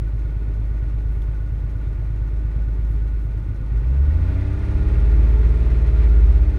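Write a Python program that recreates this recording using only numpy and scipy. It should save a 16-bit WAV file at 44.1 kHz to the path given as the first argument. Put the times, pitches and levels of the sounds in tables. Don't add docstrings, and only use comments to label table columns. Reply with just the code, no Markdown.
import sys
import numpy as np
from scipy import signal
from scipy.fft import rfft, irfft, next_fast_len
from scipy.io import wavfile

SR = 44100
rng = np.random.default_rng(int(sys.argv[2]) if len(sys.argv) > 2 else 0)


def store_wav(level_fs):
    pcm = np.round(np.clip(np.atleast_2d(level_fs), -1, 1) * 32767)
    wavfile.write(sys.argv[1], SR, pcm.T.astype(np.int16))


N = 290178
TIME = np.arange(N) / SR


def from_db(db):
    return 10 ** (np.asarray(db) / 20)


def rms_one(x):
    return x / np.sqrt(np.mean(x ** 2) + 1e-20)


def at_hz(points, hz):
    f, db = np.transpose(points)
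    return np.interp(np.log(hz + 1e-6), np.log(f), db)


def colour(x, spectrum, peaks=()):
    size = next_fast_len(N + SR)
    hz = np.arange(size // 2 + 1) * SR / size
    db = at_hz(spectrum, hz)
    for peak_hz, width_hz, peak_db in peaks:
        db = db + peak_db / (1 + (2 * (hz - peak_hz) / width_hz) ** 2)
    return rms_one(irfft(rfft(x, size) * from_db(db), size)[:N])


def noise():
    return rng.standard_normal(N)


def drift(rate):
    knots = rng.standard_normal(2000)
    return rms_one(np.interp(TIME * rate, np.arange(len(knots)), knots))


def butter(x, order, hz, kind="low"):
    return signal.sosfilt(signal.butter(order, hz, kind, fs=SR, output="sos"), x)


# time in seconds, firings per second.
SPEED = [(0.0, 51.8), (0.97, 52.29), (1.46, 51.16), (2.88, 52.79), (3.52, 50.35), (3.68, 52.8),
         (3.85, 62.25), (4.06, 72.04), (4.24, 86.59), (4.4, 93.97), (4.6, 99.72), (4.96, 106.19),
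         (5.25, 109.4), (5.57, 112.4), (5.8, 111.74), (6.0, 108.4), (6.26, 103.99), (6.58, 97.6)]
IDLE_HZ, TOP_HZ = 52, 112


def engine_speed():
    seconds, rate = np.transpose(SPEED)
    firings = np.interp(TIME, seconds, rate)
    return firings, np.log(firings / IDLE_HZ) / np.log(TOP_HZ / IDLE_HZ)


FULL_LOAD_HZ_PER_S, OVERRUN_HZ_PER_S, LOAD_LAG_S = 65, 12, 0.032


def speed_change(firings, full_hz_per_s):
    share = np.clip(np.gradient(firings) * SR / full_hz_per_s, 0, 1)
    keep = np.exp(-1 / (LOAD_LAG_S * SR))
    return signal.lfilter([1 - keep], [1, -keep], share)


def resonate(x, hz, width_hz):
    r, w = np.exp(-np.pi * width_hz / SR), 2 * np.pi * hz / SR
    return signal.lfilter([0, (1 - r * r) * np.sin(w)], [1, -2 * r * np.cos(w), r * r], x)


# level at idle in dB, rise when revved in dB,
# change under load in dB.
FIRING_FORCE = (-31.5, -0.96, 9.8)
CRANK_FORCE = (-43.5, 22.1, -9)
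# pitch in Hz, width in Hz, signed gain as a factor.
BOOM_MODES = [(53.25, 4.22, -11), (53.67, 8.15, 7.5), (66.6, 11.65, -3), (78.7, 2.8, 0.5)]


def boom(cycle, revs, load):
    fire_angle, crank_angle, waver_db = -.007, .074, .6
    run_in = cycle[0] + (cycle[1] - cycle[0]) * np.arange(-SR, 0)
    angle = np.concatenate([run_in, cycle])

    def strength(force):
        idle_db, rise_db, load_db = force
        return np.pad(from_db(idle_db + rise_db * revs + load_db * load), (SR, 0), "edge")

    firing = strength(FIRING_FORCE) * np.cos(2 * np.pi * 6 * (angle - fire_angle))
    crank = strength(CRANK_FORCE) * np.cos(2 * np.pi * 3 * (angle - crank_angle))
    force = firing + crank
    modes = sum(gain * resonate(force, hz, width_hz) for hz, width_hz, gain in BOOM_MODES)
    return np.sqrt(2) * (force + modes)[SR:] * from_db(waver_db * drift(30))


# multiple of the cycle rate, level at idle in dB, level revved in dB, change under load in dB.
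STRONG_ORDERS = [(2,-65.5,-24,10.5), (4,-33.5,-31,-0.5), (5,-45.5,-46,12), (7,-65.5,-46,5.5),
                 (8,-50,-40,-6), (9,-41.5,-50,2), (10,-48,-53,2), (12,-37.5,-32,-1), (13,-45,-53,-5),
                 (14,-48,-48,-1.5), (15,-58,-55.5,-1.5), (16,-49.5,-49,-3.5), (18,-48.5,-39,4),
                 (19,-54.5,-55.5,1), (20,-50,-43,-7.5), (22,-57.5,-48,-7), (23,-70,-42,0.5),
                 (25,-65,-53.5,6), (26,-51.5,-54,-5), (27,-63,-58.5,-6.5), (30,-50,-54.5,1),
                 (34,-56,-57.5,-7), (35,-59.5,-60.5,-9.5), (36,-64,-59,-1.5), (39,-64,-55,-4),
                 (40,-51.5,-62,-7), (42,-66,-56.5,10.5), (48,-57.5,-50.5,-8.5), (51,-66,-61,0),
                 (54,-67.5,-59.5,-6), (55,-70,-61,-2), (60,-64.5,-66.5,4.5)]
ORDER_IDLE_DB, ORDER_REVVED_DB, EVEN_DB, FIRING_DB = -56, -59, 5, 17
KNEE_ORDER, IDLE_FALL_DB_PER_OCTAVE, REVVED_FALL_DB_PER_OCTAVE = 9.14, 9.5, 7


def order_levels(k):
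    for multiple, *levels_db in STRONG_ORDERS:
        if multiple == k:
            return levels_db
    family_db = EVEN_DB * (k % 2 == 0) + FIRING_DB * (k % 6 == 0)
    octaves = max(np.log2(k / KNEE_ORDER), 0)
    return (ORDER_IDLE_DB + family_db - IDLE_FALL_DB_PER_OCTAVE * octaves,
            ORDER_REVVED_DB + family_db - REVVED_FALL_DB_PER_OCTAVE * octaves, 0)


# frequency in Hz, gain in dB.
CABIN = [(18.0, 2.2), (34.0, -4), (44.0, -4.5), (54.0, 10), (61.0, 11), (70.0, 10), (78.0, 4.2),
         (92.0, 0.5), (135.0, 8), (170.0, -3), (205.0, -5.5), (238.0, -10), (290.0, 2.2), (340.0, -6),
         (425.0, 0.6), (480.0, -11.5), (530.0, -0.5), (575.0, -9.5), (640.0, 2), (760.0, -15.5),
         (900.0, -7.3), (1020.0, -4), (1150.0, -1)]


def exhaust(cycle, revs, load, chuff_db):
    cycle_hz = np.gradient(cycle) * SR
    throb_angle, chuff_angle, second_angle = .63, .19, .57
    second_chuff_db, waver_db, wander_rad = -3, 1.5, .015
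    out = np.zeros(N)
    for k in [2, 4, 5, *range(7, 62)]:
        idle_db, revved_db, load_db = order_levels(k)
        level_db = idle_db + (revved_db - idle_db) * revs + load_db * load
        level_db = level_db + at_hz(CABIN, k * cycle_hz)
        if k < 6:
            lag = np.interp(k * cycle_hz, [45, 70], [0, .75])
            turns = k * (cycle - throb_angle) - lag
        elif k < 18:
            strong = np.exp(-2j * np.pi * k * chuff_angle)
            weak = from_db(second_chuff_db) * np.exp(-2j * np.pi * k * second_angle)
            turns = k * cycle + np.angle(-(strong + weak)) / (2 * np.pi)
            level_db = level_db + chuff_db
        else:
            turns = k * cycle + (k % 6 > 0) * (rng.random() + .1 * drift(3))
        wander = wander_rad * k * (1 - .7 * revs) * drift(14)
        out += from_db(level_db + waver_db * drift(6.5)) * np.cos(2 * np.pi * turns + wander)
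    return np.sqrt(2) * out


# frequency in Hz, level in dB per Hz.
RUMBLE = [(12, -20.5), (26, -2.5), (45, 2.5), (75, 5), (115, 0), (150, -0.5), (190, -14.5), (240, -17),
          (300, -17), (430, -21), (500, -42), (900, -48)]


def rumble(cycle, revs):
    idle_db, rise_db = -36.5, 4
    lope_db = 3 * (1 - .6 * revs) * np.cos(2 * np.pi * (cycle - .35))
    return from_db(idle_db + rise_db * revs + lope_db) * butter(colour(noise(), RUMBLE), 4, 1000)


CYLINDERS_DB = [-1.5, -2.5, 0, 0.5, -4, -1.5]
# frequency in Hz, level in dB per Hz.
THUD = [(120, -14), (200, -4), (290, 1), (410, -2), (470, -13), (640, -12.5), (780, -19), (1500, -30),
        (4000, -60)]
# frequency in Hz, width in Hz, height in dB.
BLOCK = [(295, 40, 3), (420, 35, 4), (527, 45, 6), (625, 55, 4)]


def thuds(cycle, revs, level_db=-48.0, rise_db=3, fade_share=0.62, scatter_db=2):
    firing, since = np.divmod(6 * cycle + .25, 1)
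    firing = firing.astype(int)
    scatter = scatter_db * rng.standard_normal(firing.max() + 1)
    strength_db = np.take(CYLINDERS_DB, firing, mode="wrap") + scatter[firing]
    bursts = from_db(strength_db) * np.exp(-since / fade_share) * noise()
    return from_db(level_db + rise_db * revs) * colour(bursts, THUD, BLOCK)


def contacts(cycle, spread_db, scatter_db, jitter_s, count):
    angles = (np.arange(count) + rng.random(count)) / count
    strength = rng.choice([-1, 1], count) * from_db(spread_db * rng.standard_normal(count))
    when = np.interp(np.arange(100)[:, None] + angles, cycle, TIME, right=-1)
    at = ((when + jitter_s * rng.standard_normal(when.shape)) * SR).astype(int)
    sizes = strength * from_db(scatter_db * rng.standard_normal(when.shape))
    heard = (at > 0) & (at < N)
    return np.bincount(at[heard], sizes[heard], N)


def rattle_noise(clicks, fade):
    power = np.abs(signal.fftconvolve(clicks ** 2, fade ** 2)[:N])
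    return np.sqrt(power) * noise()


# frequency in Hz, level in dB per Hz.
CLATTER = [(150, -41), (300, -7), (620, -2.5), (750, -1.5), (930, 1), (1200, -.5), (1570, -10), (1900, -7),
           (2700, -11), (3000, -17.5), (4200, -20), (7300, -28), (9000, -27.5), (10400, -33.5),
           (16000, -52)]
# frequency in Hz, width in Hz, height in dB.
PANELS = [(527, 45, 6), (625, 60, 4), (900, 100, 4.5), (1405, 54, 7), (1890, 70, 4), (2400, 59, 3),
          (2580, 36, 3), (3150, 31, 5), (3560, 50, 4)]


def valve_train(cycle, revs, level_db=-51.5, rise_db=3, loose=1.3, rattle_hz=800):
    clicks = contacts(cycle, spread_db=1.3, scatter_db=1.2, jitter_s=.00022, count=24)
    ring_s = .007
    fade = np.exp(-TIME[:SR // 10] / ring_s)
    block = signal.fftconvolve(clicks, fade * rng.standard_normal(len(fade)))[:N]
    block = butter(block, 2, 3500)
    rattle = butter(rattle_noise(clicks, fade), 2, rattle_hz, "high")
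    knocks = rms_one(block) + loose * rms_one(rattle)
    return from_db(level_db + rise_db * revs) * colour(knocks, CLATTER, PANELS)


# frequency in Hz, level in dB per Hz.
INJECTOR = [(2000, -16), (3300, -5), (4100, 1), (4600, -11), (5500, -3), (6050, -5), (6700, -4.5),
            (7500, -15), (8400, -6.5), (9600, -8.5), (10500, -14.5), (16000, -22.5)]


def injectors(cycle, revs, level_db=-71, rise_db=4, ring_s=0.017):
    clicks = contacts(cycle, spread_db=1.5, scatter_db=1.6, jitter_s=.0003, count=6)
    fade = np.exp(-TIME[:SR // 20] / ring_s)
    return from_db(level_db + rise_db * revs) * colour(rattle_noise(clicks, fade), INJECTOR)


PULLEY_IDLE_HZ, PULLEY_REVVED_HZ = 1462, 1408


def pulley(cycle, revs, load, load_db=2, level_db=-63.0, rise_db=4, swing_db=6.0):
    fast, wander_hz = revs ** 4, 19
    hz = PULLEY_IDLE_HZ + (PULLEY_REVVED_HZ - PULLEY_IDLE_HZ) * fast + wander_hz * drift(90)
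    ring = np.sqrt(2) * np.sin(2 * np.pi * np.cumsum(hz) / SR)
    rub = np.cos(4 * np.pi * (cycle - .22 - .3 * revs)) + .4 * drift(70)
    return ring * from_db(level_db + rise_db * revs + load_db * load + swing_db * rub)


# frequency in Hz, level in dB per Hz.
AIR = [(150, -10), (300, -6), (520, -1.5), (760, -4.5), (1000, -.5), (1300, 1), (2050, 3), (2700, -3),
       (3000, -8.5), (4200, -11), (5800, -20.5), (7500, -27.5), (9300, -24), (10500, -29.5), (15000, -51)]


def fan(cycle, revs, load, idle_db=-57.5, rise_db=10, load_db=1, throb_db=-1.5):
    strokes = np.cos(2 * np.pi * 6 * cycle)
    rush_db = idle_db + rise_db * revs + load_db * load
    return from_db(rush_db + throb_db * strokes + 0.95 * drift(25)) * colour(noise(), AIR, PANELS)


# centre in seconds, spread in seconds, peak level in dB.
BRUSHES = [(1.154, 0.039, -71), (2.917, 0.029, -69), (3.236, 0.029, -72)]
# start in seconds, level at the start in dB.
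TAPS = [(1.22, -49)]
# frequency in Hz, level in dB per Hz.
SKIN = [(1000, -18.5), (5000, -3), (10000, 2), (12500, 4), (16000, -4)]
TAP = [(500, -7), (2500, 9), (7000, -10), (11500, -6), (16000, -13)]


def finger(tap_fade_s=0.0042):
    slide, tap = np.zeros(N), np.zeros(N)
    for centre, spread, db in BRUSHES:
        slide += from_db(db) * np.exp(-.5 * ((TIME - centre) / spread) ** 2)
    for start, db in TAPS:
        tap += from_db(db) * (TIME >= start) * np.exp(-np.abs(TIME - start) / tap_fade_s)
    return slide * colour(noise(), SKIN) + tap * colour(noise(), TAP)


WORK_LOAD_DB, WORK_OVERRUN_DB = 1.25, 1
CHUFF_OVERRUN_DB, LOPE_DB_PER_HZ = 2, 1.1


def scene():
    firings, revs = engine_speed()
    load = speed_change(firings, FULL_LOAD_HZ_PER_S)
    overrun = speed_change(firings, -OVERRUN_HZ_PER_S)
    cycle = np.cumsum(firings) / SR / 6
    work = from_db(WORK_LOAD_DB * load - WORK_OVERRUN_DB * overrun)
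    sag_db = LOPE_DB_PER_HZ * np.maximum(IDLE_HZ - firings, -1) * (1 - revs)
    low = boom(cycle, revs, load) + exhaust(cycle, revs, load, sag_db - CHUFF_OVERRUN_DB * overrun)
    low = low + work * (rumble(cycle, revs) + thuds(cycle, revs))
    bay = work * valve_train(cycle, revs) + injectors(cycle, revs)
    bay = bay + pulley(cycle, revs, load) + fan(cycle, revs, load)
    behind_bulkhead = butter(bay, 2, 14000)
    return (low + behind_bulkhead + finger())[None]


# frequency in Hz, level in dB per Hz.
HISS = [(1000, 0), (9500, 0), (10400, -3), (11300, 0), (13000, -1), (15000, -3)]


def record(dry):
    hiss = from_db(-72.5) * colour(noise(), HISS)
    top = signal.ellip(14, .1, 70, 15750, fs=SR, output="sos")
    return signal.sosfilt(top, dry + hiss)


dry = scene()
out = record(dry)
store_wav(out)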